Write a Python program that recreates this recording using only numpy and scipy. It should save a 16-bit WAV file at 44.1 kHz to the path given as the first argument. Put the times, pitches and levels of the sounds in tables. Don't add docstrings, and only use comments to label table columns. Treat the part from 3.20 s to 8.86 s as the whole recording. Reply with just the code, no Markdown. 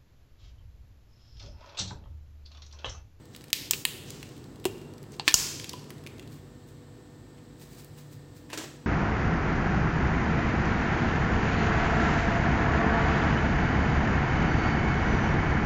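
import sys
import numpy as np
from scipy import signal
from scipy.fft import rfft, irfft
from scipy.io import wavfile
from scipy.ndimage import uniform_filter1d, minimum_filter1d

SR = 44100
rng = np.random.default_rng(int(sys.argv[2]) if len(sys.argv) > 2 else 0)


def inscribe(sig):
    pcm = np.round(np.clip(np.atleast_2d(sig).T, -1, 1) * 32767)
    wavfile.write(sys.argv[1], SR, pcm.astype(np.int16))


N = 249606
HIT_SAMPLES = 8192
HIT_S, HIT_HZ = np.arange(HIT_SAMPLES) / SR, np.fft.rfftfreq(HIT_SAMPLES, 1 / SR)
TEN_MS_GAIN = np.sqrt(SR / 100)
LET_GO_S = 3.07

# frequency in Hz, gain in dB.
RELEASE = [(300, -22), (1000, -13.5), (1400, -12), (1900, -35), (2850, -5), (3700, -18), (4500, 0),
           (7200, 1.5), (8300, -7.5), (10200, -14), (13000, -12), (16000, -15.5)]


def amp(db):
    return 10 ** (np.asarray(db) / 20)


def unit_rms(x):
    return x / np.sqrt(np.mean(x ** 2) + 1e-20)


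def unit_energy(x):
    return x / np.linalg.norm(x)


def curve_at(points, hz):
    point_hz, value = np.transpose(points)
    return np.interp(np.log(hz + 1), np.log(point_hz + 1), value)


def add(mix, start_s, sound):
    part = mix[round(start_s * SR):][:len(sound)]
    part += sound[:len(part)]


def decay(t60_s):
    return np.exp(-np.log(1000) * HIT_S / t60_s)


def mode(hz, db, t60_s):
    return amp(db) * decay(t60_s) * np.sin(2 * np.pi * hz * HIT_S)


def crack(flutter_db, t60_s):
    drive = amp(flutter_db) * unit_energy(rng.standard_normal(HIT_SAMPLES) * decay(t60_s))
    drive[0] = 1
    return drive


def strike(drive, colour_db):
    log_gain = np.log(amp(np.maximum(colour_db, -90)))
    mirrored = np.concatenate([log_gain, log_gain[-2:0:-1]])
    log_spectrum = np.conj(signal.hilbert(mirrored))[:len(HIT_HZ)]
    response = irfft(np.exp(log_spectrum))
    return unit_energy(signal.fftconvolve(drive, response)[:HIT_SAMPLES])


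def tint(x, colour):
    hz = np.fft.rfftfreq(N, 1 / SR)
    return unit_rms(irfft(rfft(x) * amp(curve_at(colour, hz)), N))


def drift(rate_hz):
    hz = np.fft.rfftfreq(N, 1 / SR)
    low_pass = np.exp(-(hz / rate_hz) ** 2)
    return unit_rms(irfft(rfft(rng.standard_normal(N)) * low_pass, N))


def fridge_hum(waver_hz=0.86, waver_db=3, steadier_hz=600):
    # frequency in Hz, rms level in dB.
    lines = [(97, -65), (145.5, -54.5), (242.8, -61.5), (292, -64.5), (488.5, -63.5), (1806, -74)]
    out = np.zeros(N)
    for hz, db in lines:
        level = amp(db + waver_db / (1 + hz / steadier_hz) * drift(rate_hz=2.6))
        phase = 2 * np.pi * np.cumsum(hz + waver_hz * drift(rate_hz=4.3)) / SR
        out += level * np.sqrt(2) * np.sin(phase)
    return out


def room_air(rms_db=-51.5):
    # frequency in Hz, gain in dB.
    colour = [(24, -51.5), (36, -31.5), (50, 3.5), (70, -5.5), (110, 4.5), (190, -6.5), (310, -3.5),
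              (430, -13.5), (630, -15), (1300, -22), (1800, -24), (2500, -29), (4000, -26), (6500, -33.5),
              (8000, -24.5), (9200, -42.5), (16000, -39)]
    return amp(rms_db) * tint(rng.standard_normal(N), colour)


def handling(work_db=-48, idle_db=-57.5, rise_s=0.5, fall_s=0.23):
    # frequency in Hz, gain in dB.
    colour = [(24, -57.5), (36, -30), (52, -13), (100, 2.5), (200, -3.5), (400, -2.5), (600, -17.5),
              (1500, -25), (4000, -48.5)]
    t = np.arange(N) / SR
    effort = (1 - np.exp(-t / rise_s)) * np.exp(-np.maximum(t - LET_GO_S, 0) / fall_s)
    level = np.hypot(amp(idle_db), amp(work_db) * effort)
    return level * tint(rng.standard_normal(N), colour)


def crease(peak_db, hz, treble_db, q=1.76):
    resonance = 1 / np.hypot(1, q * (HIT_HZ / hz - hz / (HIT_HZ + 1)))
    treble = amp(treble_db) * HIT_HZ / np.hypot(HIT_HZ, 5000)
    colour_db = 20 * np.log10(np.hypot(resonance, treble))
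    sound = strike(crack(flutter_db=3.5, t60_s=0.018), colour_db)
    return amp(peak_db) * sound / abs(sound).max()


def crackle(grip_s=0.05, per_s=16, peak_db=-40, spread_db=1.5, centre_hz=4400, spread_octaves=0.35):
    out = np.zeros(N)
    for slot_s in np.arange(grip_s, LET_GO_S, 1 / per_s):
        strength, pitch = rng.standard_normal(2)
        hz = centre_hz * 2 ** (spread_octaves * pitch)
        sound = crease(peak_db + spread_db * strength, hz, treble_db=-14)
        add(out, slot_s + rng.random() / per_s, sound)
    return out


def friction(strokes, colour, slips_per_s=2500, spread_db=2.0, edge_db=-20):
    slips = (rng.random(N) < slips_per_s / SR) * rng.choice([-1, 1], N)
    sizes = amp(spread_db * np.minimum(rng.exponential(1, N), 4))
    t = np.arange(N) / SR
    envelope = np.zeros(N)
    for peak_s, rise_s, fall_s, db in strokes:
        off_peak = np.maximum((peak_s - t) / rise_s, (t - peak_s) / fall_s)
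        envelope += amp(db + edge_db * off_peak)
    return tint(slips * sizes, colour) * envelope


def finger_rubs():
    # peak time, rise and fall in seconds, level in dB.
    strokes = [(.14, .04, .07, -56.5), (.88, .04, 0.4, -49), (1.94, .035, 0.025, -50),
               (2.076, .022, 0.013, -33.5)]
    # frequency in Hz, gain in dB.
    colour = [(300, -5.5), (1200, -12), (2800, -8), (6000, -7.5), (8500, -12), (11000, -30), (16000, -15.5)]
    return friction(strokes, colour)


def ticks():
    # start in seconds, peak level in dB, resonance in Hz, treble in dB.
    creases = [(0.149, -31.5, 2650, -27), (0.163, -26.5, 3700, -9), (0.21, -38, 3170, -18),
               (0.241, -29, 2460, -9), (0.303, -27.5, 2580, -15), (.905, -23.5, 5360, -20),
               (1.029, -26.5, 2570, -40), (1.4427, -29.5, 2760, -13), (1.8292, -36, 5000, -7),
               (2.094, -11, 3550, -20), (2.1112, -19.5, 3164, -13), (2.123, -10, 3000, -23),
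               (2.132, -14, 3050, -24), (2.3985, -24.5, 3000, -26), (2.4436, -23, 3060, -32),
               (2.494, -20, 4550, -25), (2.5332, -26, 2870, -31), (2.705, -25, 1950, -13.5),
               (2.8648, -29.5, 2430, -34), (2.872, -29.5, 2650, -25), (2.9959, -32.5, 2430, -35),
               (4.646, -32, 14000, 7)]
    out = np.zeros(N)
    for start_s, peak_db, hz, treble_db in creases:
        add(out, start_s, crease(peak_db, hz, treble_db))
    return out


def snaps(evenness=0.46, lift_db=2, bounce_db=-14, bounce_t60_s=0.12):
    # start in seconds, level over 10 ms in dB, flutter in dB, flutter t60 in seconds,
    # relative ring level in dB, colour as (Hz, dB) points.
    panels = [ (0.3307, -13.5, -8, 0.033, -29, [(300, -16), (600, -38), (1000, -23.5), (1400, -22.5),
              (2050, -3), (2800, 0), (5100, -2.5), (7200, -8), (11000, -15.5), (14000, -7), (16000, -22)]),
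              (0.51, -15, 3.5, 0.017, -24, [(300, -29), (600, -18), (1000, 0), (1800, -15.5), (2800, 4),
              (4500, -1), (7100, 9.5), (9500, -0.5), (12000, -6), (15200, 8), (16000, 0)]),
              (0.5347, -28, -4.5, 0.06, -31, [(250, -27), (400, -0.5), (630, -22), (900, -10), (1900, -11),
              (2670, 4.5), (3300, -3.5), (5000, -5.5), (7600, -17), (11000, -18), (16000, -26)]),
              (0.6524, -15.5, -1, 0.014, -28, [(300, -23), (600, -31), (1000, -14), (1400, -18.5),
              (1850, -4.5), (2350, -8.5), (2800, 6), (3700, -1.5), (4600, -6), (5600, -24.5), (7300, -5),
              (10000, -12), (13000, -13), (15200, -12.5)]), (1.4540, -28, -5, 0.074, -20, [(350, -34),
              (750, 7), (1350, -5), (1600, -8), (2450, -3), (2820, 5), (3200, -0.5), (6300, -8),
              (7300, -0.5), (9500, -10), (12000, -11), (15300, -9.5)]),
              (1.9974, -30.5, -6, 0.062, -27.5, [(300, -10.5), (550, -14), (830, 6), (1400, -13.5),
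              (2400, -14), (2750, 2), (3200, -10.5), (4440, 2), (5600, -23), (8000, -18.5), (11000, -49.5),
              (16000, -39.5)]), (2.0790, -10, 3.5, 0.039, -11, [(300, -23), (640, -27.5), (1100, -8),
              (1450, -23), (1750, -3), (2000, -12), (2400, -3), (3000, -9), (4200, -9), (7000, -16.5),
              (11000, -29.5), (16000, -28.5)]), (2.1417, -4, 5, 0.014, -29, RELEASE),
              (2.1436, -12.5, 21.5, 0.053, -25, RELEASE)]
    # frequency in Hz, relative level in dB, t60 in seconds.
    ring_lines = [(1020, -9, .06), (1779, 0, .16), (2406, 0, .1), (2705, -2, .08), (3416, -2, .07),
                  (3562, -3, .05), (4249, 0, .08), (4597, -5, .07), (5227, -3, .07), (5838, -4, .08),
                  (7126, -5, .06)]
    ring = unit_energy(sum(mode(*row) for row in ring_lines))
    direct, send = np.zeros((2, N))
    for start_s, db, flutter_db, t60_s, ring_db, colour in panels:
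        colour_db = curve_at(colour, HIT_HZ)
        smooth_db = uniform_filter1d(colour_db, size=900)
        diffuse_db = (1 - evenness) * colour_db + evenness * smooth_db + lift_db * HIT_HZ / HIT_HZ[-1]
        panel = strike(crack(flutter_db, t60_s), colour_db)
        bounces = strike(rng.standard_normal(HIT_SAMPLES) * decay(bounce_t60_s), diffuse_db)
        gain = amp(db) * TEN_MS_GAIN
        add(direct, start_s, gain * (panel + amp(ring_db) * ring + amp(bounce_db) * bounces))
        add(send, start_s, gain * strike(signal.unit_impulse(HIT_SAMPLES), diffuse_db))
    return direct, send


def wall_pops():
    # start in seconds, initial level in dB, pitch in Hz, t60 in seconds.
    walls = [(1.4555, -16, 373, 0.066), (1.456, -23, 2760, 0.01), (2.0776, -20.5, 308, 0.053),
             (2.08, -31.5, 1050, 0.012), (2.1420, -5, 114, 0.0093), (2.538, -32, 1000, 0.035)]
    out = np.zeros(N)
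    for start_s, db, hz, t60_s in walls:
        add(out, start_s, mode(hz, db, t60_s))
    return out


def brushes(rise_share=0.36):
    # peak time and length in seconds, level in dB.
    sweeps = [(3.13, 0.14, -56), (3.49, 0.097, -59.5), (4.417, 0.11, -50.5), (4.528, 0.18, -56),
              (4.595, 0.14, -53.5), (4.788, 0.13, -54), (4.928, 0.11, -56.5), (5.17, 0.1, -56)]
    # frequency in Hz, gain in dB.
    colour = [(400, 8), (1200, -0.5), (2200, 3.5), (3200, 1), (4200, 5.5), (6000, 2), (8000, 4),
              (11500, -5.5), (15000, 4), (16000, -3.5)]
    strokes = [(peak_s, length_s * rise_share, length_s * (1 - rise_share), db)
               for peak_s, length_s, db in sweeps]
    return friction(strokes, colour)


def scrapes():
    # peak time, rise and fall in seconds, level in dB.
    strokes = [(4.18, 0.019, .05, -61), (4.781, 0.013, .03, -55.5), (5.302, 0.0081, 0.036, -43.5),
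               (5.33, 0.016, .12, -45.5), (5.43, .05, .055, -48)]
    # frequency in Hz, gain in dB.
    colour = [(300, -17.5), (800, -7), (1050, 3.5), (1350, -14), (1750, 0.5), (2300, -5.5), (2550, 1),
              (2900, -0.5), (3300, -8.5), (3800, -10), (8000, -16), (16000, -23)]
    return friction(strokes, colour)


def knocks(ring_db=-9):
    # start in seconds, level over 10 ms in dB, rattle t60 in seconds, treble in dB.
    blows = [(5.3315, -34, 0.15, -3), (5.375, -33, 0.081, 4), (5.387, -32.5, 0.48, -2.5),
             (5.44, -43, 0.047, -2)]
    # frequency in Hz, gain in dB.
    colour = [(120, -20), (230, -0.5), (325, 8.5), (420, 2), (560, 1), (1050, -5), (1350, -3.5),
              (1700, -4.5), (2300, -7.5), (3200, -5.5), (5500, -6), (8000, -6.5), (10000, -19.5),
              (16000, -18.5)]
    # frequency in Hz, relative level in dB, t60 in seconds.
    object_modes = [(323.7, 4, 0.36), (1670, -7, 0.63), (2190, -8, .25), (2840, -6, 0.26),
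                    (3272, -3.5, 0.25)]
    ring = unit_energy(sum(mode(*row) for row in object_modes))
    out = np.zeros(N)
    for start_s, db, t60_s, treble_db in blows:
        colour_db = curve_at(colour, HIT_HZ) + treble_db * HIT_HZ / (HIT_HZ + 3000)
        rattle = strike(crack(flutter_db=11.5, t60_s=t60_s), colour_db)
        add(out, start_s, amp(db) * TEN_MS_GAIN * (rattle + amp(ring_db) * ring))
    return out


def tiled_room(send, build_up_s=0.0036):
    # frequency in Hz, t60 in seconds.
    decay_times = [(150, 0.24), (500, 0.95), (1300, 0.96), (3500, 0.89), (8000, 0.7), (15000, 0.6)]
    hz, t, noise = signal.stft(rng.standard_normal(SR), SR, nperseg=256)
    band_decay = np.exp(-np.log(1000) * t / curve_at(decay_times, hz)[:, None])
    onset = 1 - np.exp(-t / build_up_s)
    _, tail = signal.istft(noise * band_decay * onset, SR)
    return signal.fftconvolve(send, unit_energy(tail))[:N]


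def scene():
    background = fridge_hum() + room_air() + handling()
    snap_direct, snap_send = snaps()
    pops = wall_pops()
    clatter = knocks() + scrapes()
    small_sounds = ticks() + finger_rubs() + brushes() + crackle()
    send = amp(-15) * snap_send + amp(-7.5) * small_sounds + amp(-9) * pops + amp(-12.5) * clatter
    return (snap_direct + small_sounds + pops + clatter + tiled_room(send) + background)[None]


def record(dry, low_hz=41, high_hz=16100, ceiling_db=0, look_ahead_s=0.032, recovery_db_per_s=240):
    sound = signal.sosfilt(signal.butter(4, low_hz, "high", fs=SR, output="sos"), dry[0])
    window = int(look_ahead_s * SR)
    half = window // 2
    over_db = np.maximum(20 * np.log10(abs(sound) + 1e-9) - ceiling_db, 0)
    ahead_db = -minimum_filter1d(-over_db, window, origin=-half)
    recovery_db = np.arange(N) / SR * recovery_db_per_s
    wanted_db = np.maximum.accumulate(ahead_db + recovery_db) - recovery_db
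    duck_db = signal.oaconvolve(wanted_db, np.ones(half) / half)[:N]
    low_pass = signal.firwin(255, high_hz, window=("kaiser", 8), fs=SR)
    return signal.oaconvolve(sound * amp(-duck_db), low_pass, "same")[None]


dry = scene()
out = record(dry)
inscribe(out)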